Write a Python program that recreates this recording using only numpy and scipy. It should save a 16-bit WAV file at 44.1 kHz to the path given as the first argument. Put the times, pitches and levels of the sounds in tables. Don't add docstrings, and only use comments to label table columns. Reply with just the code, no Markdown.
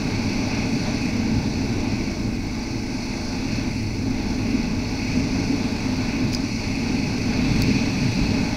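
import sys
import numpy as np
from scipy import signal
from scipy.fft import rfft, irfft, next_fast_len
from scipy.io import wavfile
from scipy.ndimage import uniform_filter1d

SR = 44100
rng = np.random.default_rng(int(sys.argv[2]) if len(sys.argv) > 2 else 0)


def generate_wav(sig):
    pcm = np.round(np.clip(np.atleast_2d(sig).T, -1, 1) * 32767).astype(np.int16)
    wavfile.write(sys.argv[1], SR, pcm)


def elevation(decibels):
    levels = np.asarray(decibels, float)
    return 10 ** (levels / 20)


N = 377496
T = np.arange(N) / SR
LENGTH = next_fast_len(N)
HZ = np.fft.rfftfreq(LENGTH, 1 / SR)


def unit(x):
    return x / np.sqrt(np.mean(x ** 2))


def curves(table):
    s, *columns = np.transpose(table)
    return [np.interp(T, s, c) for c in columns]


def walk(rate_hz):
    k = 16
    held = np.repeat(rng.standard_normal(int(N / SR * rate_hz) + 2), k)
    slewed = uniform_filter1d(uniform_filter1d(held, k), k)
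    return np.interp(T * rate_hz * k, np.arange(len(held)), unit(slewed))


def add(out, start_s, sound):
    i = int(start_s * SR)
    out[i:i + len(sound)] += sound[:N - i]


# start_s, tilt [1 = looking down]
HEAD_TILT = [(0, -0.36), (1.15, -0.27), (1.3, -0.37), (2.1, -0.69), (2.25, -.9), (2.9, -0.83),
             (3.05, -0.91), (3.62, .3), (3.72, -.9), (4.3, -0.25), (4.45, -0.19), (5.3, -0.18),
             (6.7, -0.09), (7.3, -0.033), (7.45, 0.99), (8.3, 1.), (8.45, 0.14)]


def turbulence(modes, level_db, gust_db, gust_hz, flicker_db, flicker_hz):
    out = 0
    (tilt,) = curves(HEAD_TILT)
    eddies = rng.standard_normal(len(HZ)) + 1j * rng.standard_normal(len(HZ))
    for k, (mode_hz, width_hz, mode_db, tilt_db) in enumerate(modes):
        response = 1 / (1 + ((HZ - mode_hz) / (width_hz / 2)) ** 2)
        own_eddies = np.roll(eddies, k * len(HZ) // len(modes))
        ring = irfft(own_eddies * response, LENGTH)[:N]
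        out = out + ring * elevation(mode_db + tilt_db * tilt + flicker_db * walk(flicker_hz))
    return unit(out * elevation(gust_db * walk(gust_hz))) * elevation(level_db)


# start_s, helmet_eddies_db, housing_airflow_db
HEADWIND = [(0, 3, 1.5), (1.05, 1.5, 3), (1.3, 3.9, -2), (1.95, 1, -0.5), (2.45, -5.5, -5), (2.95, -5, -1),
            (3.55, -1, -0.5), (3.75, -8, -1.5), (4.15, -2.5, -4.5), (4.5, 2, -1.5), (4.9, -2, -1.9),
            (5.3, 2.5, 1), (6, 0, 0.5), (6.6, -1.5, 1.3), (7.25, 2.5, 1.5), (7.6, 4.5, 4.5), (8, 3, 1.5),
            (8.35, 5, 3.5)]


def blown(steady_db, per_eddy_db, per_flow_db):
    eddies_db, flow_db = curves(HEADWIND)
    return steady_db + per_eddy_db * eddies_db + per_flow_db * flow_db


def swells(table):
    s, length_s, *more_db = np.transpose(table)
    return more_db @ np.exp(-((T - s[:, None]) / (length_s[:, None] / 2)) ** 2)


# mode_hz, width_hz, level_db, head_down_db
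MIC_NOISE = [(12300, 4000, 0, 0.), (15000, 3000, -2, 0.)]


def self_noise():
    return turbulence(MIC_NOISE, -65.5, gust_db=.5, gust_hz=9, flicker_db=.3, flicker_hz=5)


# start_s, level_db, pitch_hz, t60_s
RUTS = [
    (1.349, -18, 103, .2),
    (6.899, -15, 240, .1),
    (7.491, -16, 51.3, 0.16),
    (7.704, -8, 210, 0.07),
    (8.21, -13, 52.2, 0.14),
]


def thuds():
    out, t = np.zeros(N), T[:SR // 2]
    for start_s, level_db, pitch_hz, t60_s in RUTS:
        push = np.minimum(t * pitch_hz / 0.36, 1)
        swing = np.sin(2 * np.pi * pitch_hz * t) * elevation(-60 * t / t60_s)
        add(out, start_s, elevation(level_db) * push * swing)
    return out


# start_s, level_db, ring_hz, ring_t60_s, crack_db
GRAINS = [
    (6.321, -32, 5250, .012, -12),
    (6.3313, -21.5, 5000, 0.013, -13),
    (6.3358, -25, 5500, 0.02, -9),
    (6.3385, -23, 2480, 0.014, -15),
    (6.348, -11.5, 4950, .013, -15),
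    (6.3505, -21, 5330, .009, -12),
    (7.6206, -12.5, 4500, .012, -8.5),
]


def grit():
    out, t = np.zeros(N), T[:SR // 20]
    crack_low_hz, crack_t60_s, rise_s = 6000, .009, .0003
    for start_s, level_db, ring_hz, ring_t60_s, crack_db in GRAINS:
        decay = elevation(-60 * t / ring_t60_s)
        neighbour = 0.67 * np.sin(2 * np.pi * 1.22 * ring_hz * t) * decay
        ring = np.sin(2 * np.pi * ring_hz * t) + neighbour
        crack_top_hz = max(24000 + 800 * crack_db, 1.5 * crack_low_hz)
        band = signal.butter(1, [crack_low_hz, crack_top_hz], "bandpass", fs=SR, output="sos")
        crack = signal.sosfilt(band, rng.standard_normal(len(t))) * elevation(crack_db - 60 * t / crack_t60_s)
        add(out, start_s, elevation(level_db) * (np.minimum(t / rise_s, 1) * ring * decay + crack))
    return out


# start_s, turns_hz, hum_db
CRANK_SPEED = [(0, 54.3, -44), (.7, 55.7, -47), (1.35, 53.8, -36), (1.8, 52.1, -41), (2.3, 50, -35),
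               (2.9, 51.54, -41), (3.6, 52.07, -41), (4.3, 49.45, -35.5), (5.3, 49.4, -37.5),
               (5.9, 49.4, -41), (6.7, 51.44, -40), (7.2, 52.1, -41), (7.55, 53.16, -29), (7.95, 53.9, -41),
               (8.56, 53.7, -39)]
# start_s, level_db
GEAR_WHINE = [
    (1.1, -70),
    (1.45, -41),
    (3.1, -41),
    (4.1, -44),
    (4.7, -70),
]


def engine():
    turns_hz, hum_db = curves(CRANK_SPEED)
    turns = np.cumsum(turns_hz * (1 + .002 * walk(8))) / SR
    angle = 2 * np.pi * turns
    hum = np.sin(angle) + elevation(-13) * np.sin(angle / 2) + elevation(-10) * np.sin(2 * angle)
    whine = np.sin(13 * angle / 2) * elevation(curves(GEAR_WHINE)[0] + walk(5))
    knock = np.exp(-(turns / 2 % 1) / .12)
    return np.sqrt(2) * (hum * elevation(hum_db + 1.2) + whine), knock


# mode_hz, width_hz, level_db, head_down_db
WHISTLE_MODES = [(2068, 250, -5.5, -0.5), (2238, 227, -0.5, 0), (2525, 336, 0.5, 2.5),
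                 (2724, 330, -12, 1.5)]
HISS_MODES = [(4370, 370, 4.5, 0.91), (4743, 500, 1.5, -0.27), (5250, 460, -0.5, -0.4),
              (5850, 680, 0, -0.63), (6360, 450, -9.5, -0.15), (6800, 500, -13.5, 0.)]
SIZZLE_MODES = [(7540, 1800, 1, -2), (7900, 900, -4.5, 8), (9250, 1300, -2, 0.5), (10070, 630, -1, -2),
                (10700, 870, -4, 1), (12900, 4000, -11, 3)]
# start_s, length_s, whistle_db, hiss_db
AIR_PUFFS = [(.55, 0.13, 2, 0), (2.4, .25, 0, -2), (3.25, 0.24, -2, 1.5), (3.56, 0.097, 3, 2),
             (4.82, .12, -0.5, -.5), (5.1, 0.16, 2, -0.5), (6.34, 0.03, 1, 6.5), (6.75, .15, 1.5, 0),
             (8.2, 0.098, 1, 0), (8.56, 0.22, -3.5, -1.5)]


def housing_wind():
    whistle_db, hiss_db = swells(AIR_PUFFS)
    whistle = turbulence(WHISTLE_MODES, blown(-38.5, 0.093, 0.56) + whistle_db,
                         gust_db=0.78, gust_hz=11, flicker_db=0.23, flicker_hz=9)
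    hiss = turbulence(HISS_MODES, blown(-39, .05, 0.58) + hiss_db,
                      gust_db=0.73, gust_hz=9.2, flicker_db=0.34, flicker_hz=9)
    sizzle = turbulence(SIZZLE_MODES, blown(-57, -.1, 0.66) + .4 * hiss_db,
                        gust_db=0.33, gust_hz=10, flicker_db=.7, flicker_hz=7)
    return whistle + hiss, sizzle


# mode_hz, width_hz, level_db, head_down_db
SWAY_MODES = [(14, 14, -2, 0.), (30, 18, 0, 1.)]
RUMBLE_MODES = [(106.8, 33, 4.5, -0.5), (75.6, 51, -6, -4), (140.6, 55, -3.5, 2.5)]
BOOM_MODES = [(185, 117, -7, 4), (219.6, 52.4, -2, -1.3), (257, 64, 1, -0.15), (327, 110, -13, -2.2),
              (432.7, 90, -14, -0.2)]
ROAR_MODES = [(610, 99, 2, 0.), (747, 120, -3, -2), (850, 146, 0, -1), (1020, 560, -7.5, 0),
              (1514, 240, -7.5, -1), (1765, 580, -11.5, 2), (3060, 220, -19.5, 2), (3467, 390, -13.5, 2),
              (3930, 350, -9.5, 1.5)]
# start_s, length_s, rumble_db, boom_db
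EDDY_SLAPS = [(.31, 0.12, 3.5, -0.5), (1.38, 0.074, 8, -3.5), (1.86, 0.21, 1.5, 0.5), (2.26, 0.12, 5, 2.2),
              (3.5, 0.16, -1, -1), (3.8, 0.6, 6, 2), (4.39, 0.085, 1, .1), (4.598, .12, -8, 2.2),
              (5.17, 0.12, 4.5, 2.5), (5.39, 0.077, 2.1, 2.5), (5.55, 0.11, -2, 3.5),
              (5.68, 0.17, -3.5, 0.5), (6.233, 0.096, 5, 5.5), (6.94, 0.24, 0.5, 2), (7.7, 0.065, 6.5, 4.5),
              (7.85, 0.14, 1, 1), (8.06, 0.11, 5, -1.8), (8.419, 0.045, -.1, 2), (8.56, 0.13, -2, -5)]


def helmet_wind(knock):
    rumble_db, boom_db = swells(EDDY_SLAPS)
    sway = turbulence(SWAY_MODES, -37., gust_db=1.0, gust_hz=2.33, flicker_db=.5, flicker_hz=3.05)
    rumble = turbulence(RUMBLE_MODES, blown(-31, 0.5, 0.081) + rumble_db,
                        gust_db=0.21, gust_hz=22, flicker_db=0.88, flicker_hz=13.0)
    boom = turbulence(BOOM_MODES, blown(-26, 0.65, .05) + boom_db,
                      gust_db=0.35, gust_hz=14, flicker_db=0.14, flicker_hz=6.7)
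    roar = turbulence(ROAR_MODES, blown(-38, 0.3, 0.23),
                      gust_db=1.0, gust_hz=12, flicker_db=0.55, flicker_hz=6)
    throb = elevation(2.0 * uniform_filter1d(knock, size=300))
    return sway + rumble + boom * throb + roar


def scene():
    road = thuds() + grit()
    hum, knock = engine()
    housing, sizzle = housing_wind()
    rattled = housing * elevation(2.5 * knock) + (sizzle + self_noise()) * elevation(4.5 * knock)
    return (road + hum + rattled + helmet_wind(knock))[None]


def top_cut(x):
    return signal.sosfilt(signal.butter(12, 16480, fs=SR, output="sos"), x)


def record(dry):
    top_hz = 15730
    mix = irfft(rfft(dry, LENGTH) * (HZ < top_hz), LENGTH)[:, :N]
    return top_cut(mix)


dry = scene()
out = record(dry)
generate_wav(out)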